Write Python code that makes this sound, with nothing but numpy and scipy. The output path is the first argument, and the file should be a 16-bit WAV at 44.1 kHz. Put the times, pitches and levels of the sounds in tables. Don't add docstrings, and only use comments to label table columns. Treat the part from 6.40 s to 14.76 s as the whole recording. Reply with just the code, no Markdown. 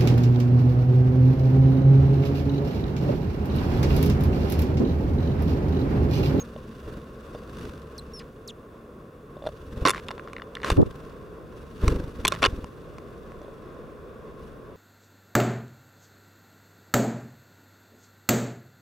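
import sys
import numpy as np
from scipy import signal
from scipy.fft import rfft, irfft, next_fast_len
from scipy.io import wavfile
from scipy.ndimage import uniform_filter1d

SR = 44100
rng = np.random.default_rng(int(sys.argv[2]) if len(sys.argv) > 2 else 0)


def digitize_waveform(pressure):
    field = np.atleast_2d(pressure).T
    bounded = np.clip(field, -1, 1)
    quanta = np.round(bounded * 32767).astype(np.int16)
    wavfile.write(sys.argv[1], SR, quanta)


N = 368676
TIME = np.arange(N) / SR

# (time [s], clack [dB], body [dB], tick [dB], pitch of the dent [Hz])
CLAW_TAPS = [(3.4535, -30, 16.5, -17, 2030), (3.5352, -42, 7.5, -24, 2000), (3.547, -43.5, 10, -12, 1696),
             (3.579, -40.5, 2, -21, 2230), (3.6848, -36.5, -10, -12.5, 3520), (3.707, -42.5, 9, -19, 1890),
             (3.713, -41.5, 1, -11, 1970), (3.78, -49, 7, -21, 1800), (3.7958, -42, 0.5, -37, 1710),
             (3.8753, -54, 16.5, -21, 1970), (3.9327, -45, 5, -10.5, 2570), (3.9653, -36.5, -13, -32, 2120),
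             (3.983, -45, -5, -31, 2100), (3.998, -43, -9, -36, 2110), (4.02, -40, -3, -29, 1820),
             (4.1528, -37, -14, -13.5, 3520), (4.1694, -36, -9, -32, 1865), (4.218, -48, 0, -18, 2000),
             (4.2324, -36, -3, -19, 2100), (4.237, -35.5, -4, -30, 1800), (4.2459, -33, 5, -13, 1800),
             (4.3019, -27, 10.5, -7, 2320), (4.317, -37, -6, -7, 2800), (5.4802, -30, 3, -6, 2430),
             (5.8507, -18.5, -2, -12, 2380), (5.8555, -33, 2, -1, 3300), (5.87, -30, -14, -14.5, 3380),
             (5.8795, -22, -8, -0.5, 3660), (5.9216, -29.5, 7.5, -8.5, 2550), (6.244, -51, 14, -6, 2750),
             (6.584, -51.5, 9.5, -11.5, 2250), (6.92, -61.5, 17.5, -10, 2630)]


def claws(body_hz=1550, tick_hz=5500, contact_hz=8500, skid_s=.0012, skid_sharpness=1.15):
    size, lead, attack = 4096, 32, 296
    out, t = np.zeros((2, N)), TIME[:size - lead]
    hz = np.arange(size // 2 + 1) * SR / size
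    body = 1 / (1 + (hz / body_hz) ** 6)
    tick = 1 - 1 / (1 + (hz / tick_hz) ** 8)
    clack = 1 - body - tick
    contacts = [(*tap, 1) for tap in [*CLAW_TAPS, *rebounds(CLAW_TAPS), *shuffles()]]
    contacts += [(*slip, skid_sharpness) for slip in skids()]
    for s, db, body_db, tick_db, dent_hz, sharpness in contacts:
        weight = from_db((db + 30) / 4)
        force = from_db(-14) * weight * rng.standard_normal(len(t)) * np.exp(-t / (skid_s * weight))
        force[0] += 1
        top_hz = min(sharpness * contact_hz * from_db(tick_db / 3), 14000)
        force = butter(force, top_hz, "low", order=3)
        wall = weight * shell(force, spread=.5, crack=14 / weight ** 2)
        dent = 5.1 * ring(force, dent_hz, t60=.0032)
        tap = butter(wall + dent, 170, "high")
        spectrum = rfft(np.pad(tap, ((0, 0), (lead, 0))))
        for part, part_db in [(body, body_db - 2), (clack, 0), (tick, tick_db)]:
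            band = irfft(spectrum * part)
            attack_rms = band.mean(axis=0)[:attack].std()
            add(out, s - lead / SR, band * from_db(db + part_db) / attack_rms)
    return out * from_db([[-.6], [.6]])


def rebounds(taps, above_db=-33, delay_s=.0055, loss_db=12.5, body_db=2):
    for s, db, _, tick_db, dent_hz in taps:
        if db > above_db:
            yield s + delay_s, db - loss_db, body_db, tick_db, dent_hz


# (start [s], end [s], clack [dB])
FOOT_SHUFFLES = [(3.515, 3.58, -43), (3.693, 3.72, -44), (3.89, 3.92, -56.5), (4.153, 4.2, -51),
                 (5.913, 5.985, -49)]


def shuffles(step_s=.015, scatter_db=5, body_db=2, tick_db=-25.5, dent_hz=1990):
    for start, end, db in FOOT_SHUFFLES:
        for s in np.arange(start, end, step_s):
            jitter_s = step_s * (rng.random() - .5)
            yield s + jitter_s, db + scatter_db * rng.standard_normal(), body_db, tick_db, dent_hz


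# (start [s], slips [count], clack [dB], relative body [dB], relative tick [dB], pitch of the dent [Hz])
FOOT_SKIDS = [(3.4522, 6, -24.5, 4.5, -6.5, 2030), (6.029, 4, -18, -3.5, -20, 2850)]


def skids(slip_s=.0106, ends_db=-2.5, catch_s=.005, catch_db=-10.5):
    for start, slips, db, body_db, tick_db, dent_hz in FOOT_SKIDS:
        middle = (round(slips) - 1) / 2
        for k in range(round(slips)):
            s, past_middle = start + k * slip_s, k - middle
            slip_db = db + ends_db * (past_middle / middle) ** 2
            tone = body_db - 1.5 * past_middle, tick_db + 2.2 * past_middle, dent_hz
            yield s, slip_db, *tone
            yield s + catch_s * (.5 + rng.random()), slip_db + catch_db, *tone


# (frequency [Hz], level [dB], time to fall 60 dB [s])
SHELL_MODES = [(414, 0, 0.031), (576, 3, 0.014), (1054, 8.5, 0.028), (1142, 1, 0.032), (1376, 2.5, 0.022),
               (1567, -8.5, 0.02), (1795, 2.5, 0.0096), (2360, -7.5, 0.005), (2693, 0, 0.009),
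               (2885, -5, 0.027), (3550, -1, .022), (4220, 0.5, 0.01), (4940, -4.5, 0.0069),
               (5595, -2.5, 0.0087), (8280, -12, .004), (9900, -1.5, .004)]


def shell(force, spread, crack, wander=.072, floppy_hz=7000, scatter_db=1.5):
    out = crack * stereo(force, .15 * np.roll(force, 1))
    for hz, db, t60 in SHELL_MODES:
        pitch = hz * np.exp(wander * min(hz / floppy_hz, 1) ** 2 * rng.standard_normal())
        strength = from_db(db + scatter_db * rng.standard_normal()) * rng.choice([-1, 1])
        mode = strength * ring(force, pitch, t60)
        pan = spread * min(1500 / hz, 1) * rng.choice([-1, 1])
        out = out + stereo(mode, pan * mode)
    return out


# (start [s], end [s], level [dB])
DRAGS = [(3.453, 3.501, -26), (3.513, 3.601, -44), (4.243, 4.307, -33), (5.425, 5.436, -40),
         (5.93, 5.953, -34.5), (6.02, 6.067, -23.5)]
# (frequency [Hz], level [dB])
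RUB_SPECTRUM = [(120, -5.5), (350, 6.5), (600, 5), (780, -9.5), (1050, 5.5), (1700, -2), (2800, -5.5),
                (4000, -12), (5700, -16), (7000, -19), (10000, -25), (15000, -37.5)]


def scrapes(slips_per_s=2000):
    slips = (rng.random(N) < slips_per_s / SR) * rng.standard_normal((2, N))
    pressure = sum(from_db(db) * ((TIME > start) & (TIME < end)) for start, end, db in DRAGS)
    mid, side = rms_one(colour(slips, RUB_SPECTRUM))
    return stereo(mid, .26 * side) * uniform_filter1d(pressure, SR // 300)


# (time [s], level [dB])
MOUNT_BUMPS = [(0.162, -26), (.949, -25.5), (2.968, -28.5), (3.022, -27.5), (3.04, -26.5), (3.054, -25.5),
               (3.064, -19.5), (3.0704, -15), (3.089, -24.5), (7.016, -29.5), (7.046, -32), (7.082, -30.5)]


def knocks(hollow_hz=570, hollow_t60=.028, wall_hz=3550):
    out, t = np.zeros((2, N)), TIME[:SR // 6]
    for s, db in MOUNT_BUMPS:
        force = butter(rng.standard_normal(len(t)) * np.exp(-t / .003), 7200, "low")
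        wall = shell(force, spread=.3, crack=6.5) + 2 * ring(force, wall_hz, t60=.015)
        pitch = hollow_hz * from_db((db + 29.5) / 20)
        hollow = np.sin(2 * np.pi * pitch * t) * from_db(-60 * t / hollow_t60)
        rattle = from_db(-11 + (db + 21.5) / 2) * wall / abs(wall).max()
        add(out, s, from_db(db - 1) * (hollow + rattle))
    return out


# (first beat [s], beats [count],
# beat period [s], nearest at [s], passing time [s], pressure [dB], eddies [dB], feather flick [dB])
CLOSE_FLIGHTS = [(0.481, 3, 0.046, .51, .13, -37, -36.5, -66),
                 (1.17, 7, .0415, 1.24, 0.041, -36, -35.5, -46.5),
                 (3.283, 4, 0.047, 3.425, 0.045, -19.5, -31, -57),
                 (4.323, 9, .0468, 4.32, 0.04, -12.5, -28.5, -42.5),
                 (5.442, 7, .0397, 5.47, 0.055, -9, -22.5, -44), (5.8, 2, 0.052, 5.82, .1, -26, -35, -57),
                 (6.083, 4, 0.051, 6.12, 0.081, -21.5, -35, -65)]
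# (frequency [Hz], level [dB])
EDDY_SPECTRUM = [(30, -19.5), (90, 2), (250, 0), (480, -1.5), (750, -23), (1080, -19), (2000, -31.5),
                 (8000, -51.5)]


def wings(feathers, stroke_s=.0032, eddy_s=.0093, flick_s=.0018, lead_s=.05):
    push, puff, flick = np.zeros((3, N))
    t = TIME[:SR // 8] - lead_s
    stroke = t / stroke_s * np.exp((1 - (t / stroke_s) ** 2) / 2)
    for first, beats, period, nearest, passing, push_db, eddy_db, flick_db in CLOSE_FLIGHTS:
        for s in first + period * np.arange(round(beats)):
            far = distance(s, nearest, passing)
            add(push, s - lead_s, from_db(push_db - 2) / far ** 1.76 * stroke)
            add(puff, s - lead_s, from_db(eddy_db + 1) / far ** 1.2 / np.cosh((t - .002) / eddy_s))
            add(flick, s - lead_s, from_db(flick_db + 1) / far ** .69 / np.cosh((t - .001) / flick_s))
    return push + puff * air_noise(EDDY_SPECTRUM) + flick * feathers


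# (time [s], level [dB])
GUST_LEVEL = [(4.365, -80), (4.378, -11), (4.398, -9.5), (4.407, -9.5), (4.416, -19.5), (4.431, -5),
              (4.442, -52), (4.47, -32), (4.52, -54)]
# (frequency [Hz], level [dB])
BUFFET_SPECTRUM = [(20, -26.5), (55, -14.5), (100, 10), (200, -5), (350, 4), (600, -10), (1100, -26),
                   (2500, -58.5), (8000, -76.5)]


def downwash():
    mid, side = rms_one(colour(rng.standard_normal((2, N)), BUFFET_SPECTRUM))
    return from_db(in_time(GUST_LEVEL)[0] - 1) * stereo(.39 * mid, side)


# (nearest at [s], level [dB], approach [s], retreat [s])
FLY_BYS = [(0, -55, .1, .2), (.5, -55.5, 0.29, .15), (.9, -58, 0.21, .2), (1.219, -51, 0.12, .11),
           (1.6, -60, 0.21, .3), (3.08, -60.5, .06, .2), (3.45, -53.5, .15, .28), (4.31, -38, 0.025, .03),
           (4.58, -60, .15, .25), (5.181, -58.5, .05, .08), (5.49, -46, 0.09, .07), (6.0, -49, 0.22, .15),
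           (6.6, -63.5, 0.54, .8), (8.03, -60.5, .04, .12)]


def flutter_level():
    t, power = TIME[::64], 0
    for s, db, approach, retreat in FLY_BYS:
        far = distance(t, s, np.where(t < s, approach, retreat))
        power = power + (from_db(db) / far ** 2) ** 2
    return np.interp(TIME, t, 10 * np.log10(power))


def rustle(feathers, flutter_db, beat_hz=22, throb_db=3, grain_db=2):
    rate = beat_hz * (1 + .142 * drift(4.54))
    throb = np.sin(2 * np.pi * np.cumsum(rate) / SR)
    return from_db(flutter_db - 1 + throb_db * throb + grain_db * drift(120)) * feathers


# (frequency [Hz], level [dB])
FEATHER_SPECTRUM = [(300, -36.5), (1100, 9.5), (1600, 7.5), (2200, -5), (2800, 3.5), (3150, -5.5),
                    (3500, 1.5), (4100, -5), (4700, -4.5), (5100, -8.5), (5700, -6), (7000, -13),
                    (10000, -14.5), (16000, -23.5)]


def feather_noise():
    return air_noise(FEATHER_SPECTRUM)


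# (start [s], length [s], first pitch [Hz], plateau [Hz],
# bend of the fall [1 = even], final droop [octaves], level [dB], step per overtone [dB], rasp [0-1])
WHISTLES = [(0, 0.032, 6700, 6420, 1.8, 0.025, -40, -24, 0.0054),
            (.958, .06, 4750, 4700, 1.2, 0.093, -67, -25, .02),
            (1.579, 0.024, 7060, 4080, 5.9, 0, -41, -11.5, 0.034),
            (1.735, 0.07, 5600, 5100, 1.05, 0.074, -44.5, -15.5, .008),
            (1.79, .039, 5420, 1590, 2.9, .6, -49.5, -7, 0.42),
            (2.075, 0.039, 8020, 3650, 5, 0.41, -41.5, -11, 0.089)]


def calls(waver=.0048, attack_s=.0017, release_s=.0083, sag_db=-3):
    out = np.zeros(N)
    for s, length, first_hz, plateau_hz, bend, droop, db, overtone_db, rasp in WHISTLES:
        t = TIME[TIME < length]
        progress = t / length
        hz = plateau_hz * (first_hz / plateau_hz) ** ((1 - progress) ** bend)
        hz /= 2 ** (droop * progress ** 4.3)
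        hz *= 1 + (waver + rasp * progress) * drift(1090, size=len(t))
        phase = 2 * np.pi * np.cumsum(hz) / SR
        envelope = np.minimum(t / attack_s, 1) * np.minimum((length - t) / release_s, 1)
        tone = sum(from_db((k - 1) * overtone_db) * np.sin(k * phase) * (k * hz < SR / 2)
                   for k in (1, 2, 3))
        add(out, s, from_db(db + sag_db * progress) * envelope * tone)
    return np.sqrt(2) * out


# (frequency [Hz], level [dB])
RUMBLE_SPECTRUM = [(12, -49), (28, -2), (68, -0.5), (100, -4.5), (150, -1), (190, -4.5), (227, -4.5),
                   (290, -10.5), (420, -63.5), (900, -50)]


def rumble(flutter_db, town_db=-50):
    stirred_air = from_db(-8.5 + .65 * flutter_db)
    return np.hypot(from_db(town_db), stirred_air) * air_noise(RUMBLE_SPECTRUM)


# (time [s], level [dB])
HUM_LEVEL = [(0.0, -45.5), (0.32, -47.5), (0.7, -45), (2.7, -49), (3.51, -45.5), (4.84, -45.5), (6.08, -48),
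             (6.63, -45.5), (8.36, -45.5)]
# (frequency [Hz], level [dB])
HUM_SPECTRUM = [(100, -27.5), (260, -5.5), (380, 0), (450, 2.5), (560, -4), (760, -17), (910, -20),
                (1080, -5.5), (1230, -16), (1450, -15), (1900, -26), (2350, -30), (2720, -27.5),
                (3100, -37), (3470, -28.5), (3900, -37), (6000, -43), (15000, -61.5)]


def traffic(swell_db=.85):
    hum_db = in_time(HUM_LEVEL)[0] + .5 + swell_db * drift(5)
    return from_db(hum_db) * air_noise(HUM_SPECTRUM)


# (time [s], firing rate [Hz], level [dB])
FAR_ENGINE = [(0, 72.3, -53), (.55, 66.3, -50), (.9, 70.5, -60), (1.2, 70.2, -52), (1.7, 69.8, -51),
              (1.9, 71.06, -68), (8.36, 69.6, -60)]
# (time [s], pitch [Hz], level [dB])
FAR_DRONE = [(0, 225, -44), (.6, 227.5, -61), (.9, 223.6, -54.5), (1.5, 232.5, -57), (2.0, 231, -61.5),
             (2.45, 226.8, -52), (2.8, 225.8, -65), (8.36, 224.9, -60.5)]


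def far_motor(curve, wobble=.015, fade_db=2):
    hz, db = in_time(curve)
    speed, fade = rms_one(butter(rng.standard_normal((2, N)), 4.26, "low"))
    phase = 2 * np.pi * np.cumsum(hz * (1 + wobble * speed)) / SR
    return np.sqrt(2) * from_db(db + fade_db * fade) * np.sin(phase)


def microphone_hiss(level_db=-73):
    mid, side = rng.standard_normal((2, N))
    return from_db(level_db) * stereo(mid, .25 * side)


# (frequency [Hz], side relative to mid [dB])
STEREO_WIDTH = [(60, -52), (110, -42), (200, -14.5), (380, -24.5), (700, -4), (1290, -5.5), (2380, -4),
                (4400, -8), (8120, -6.5), (15000, -15.5)]


def air_noise(spectrum):
    mid, side = colour(rng.standard_normal((2, N)), spectrum)
    return stereo(rms_one(mid), colour(rms_one(side), STEREO_WIDTH))


def colour(x, spectrum):
    hz, db = np.transpose(spectrum)
    size = next_fast_len(N)
    bins = np.arange(size // 2 + 1) * SR / size
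    gain = from_db(np.interp(np.log(bins + 1), np.log(hz), db))
    return irfft(rfft(x, size) * gain, size)[..., :N]


def ring(force, hz, t60):
    r, w = from_db(-60 / (t60 * SR)), 2 * np.pi * hz / SR
    return signal.lfilter([0, np.sin(w)], [1, -2 * r * np.cos(w), r * r], force + 1e-18)


def distance(s, nearest_s, passing_s):
    return np.hypot(1, (s - nearest_s) / passing_s)


def drift(hz, size=N):
    return rms_one(butter(rng.standard_normal(size), hz, "low"))


def in_time(rows):
    s, *columns = np.transpose(rows)
    return [np.interp(TIME, s, column) for column in columns]


def add(track, s, sound):
    i = max(round(s * SR), 0)
    track[..., i:i + sound.shape[-1]] += sound[..., :N - i]


def butter(x, hz, kind, order=2):
    return signal.sosfilt(signal.butter(order, hz, kind, fs=SR, output="sos"), x)


def stereo(mid, side):
    return np.array([mid + side, mid - side])


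def from_db(db):
    return 10 ** (np.asarray(db) / 20)


def rms_one(x):
    return x / np.sqrt(np.mean(x ** 2) + 1e-20)


def scene():
    feathers, flutter_db = feather_noise(), flutter_level()
    background = rumble(flutter_db) + traffic() + microphone_hiss()
    motors = far_motor(FAR_ENGINE) + far_motor(FAR_DRONE)
    flight = wings(feathers) + rustle(feathers, flutter_db) + downwash()
    return background + motors + flight + calls() + scrapes() + knocks() + claws()


def record(dry, ceiling=.9, cutoff_hz=15900):
    rounded = ceiling * np.tanh(dry / ceiling)
    return signal.sosfilt(signal.ellip(10, .1, 80, cutoff_hz, fs=SR, output="sos"), rounded)


dry = scene()
out = record(dry)
digitize_waveform(out)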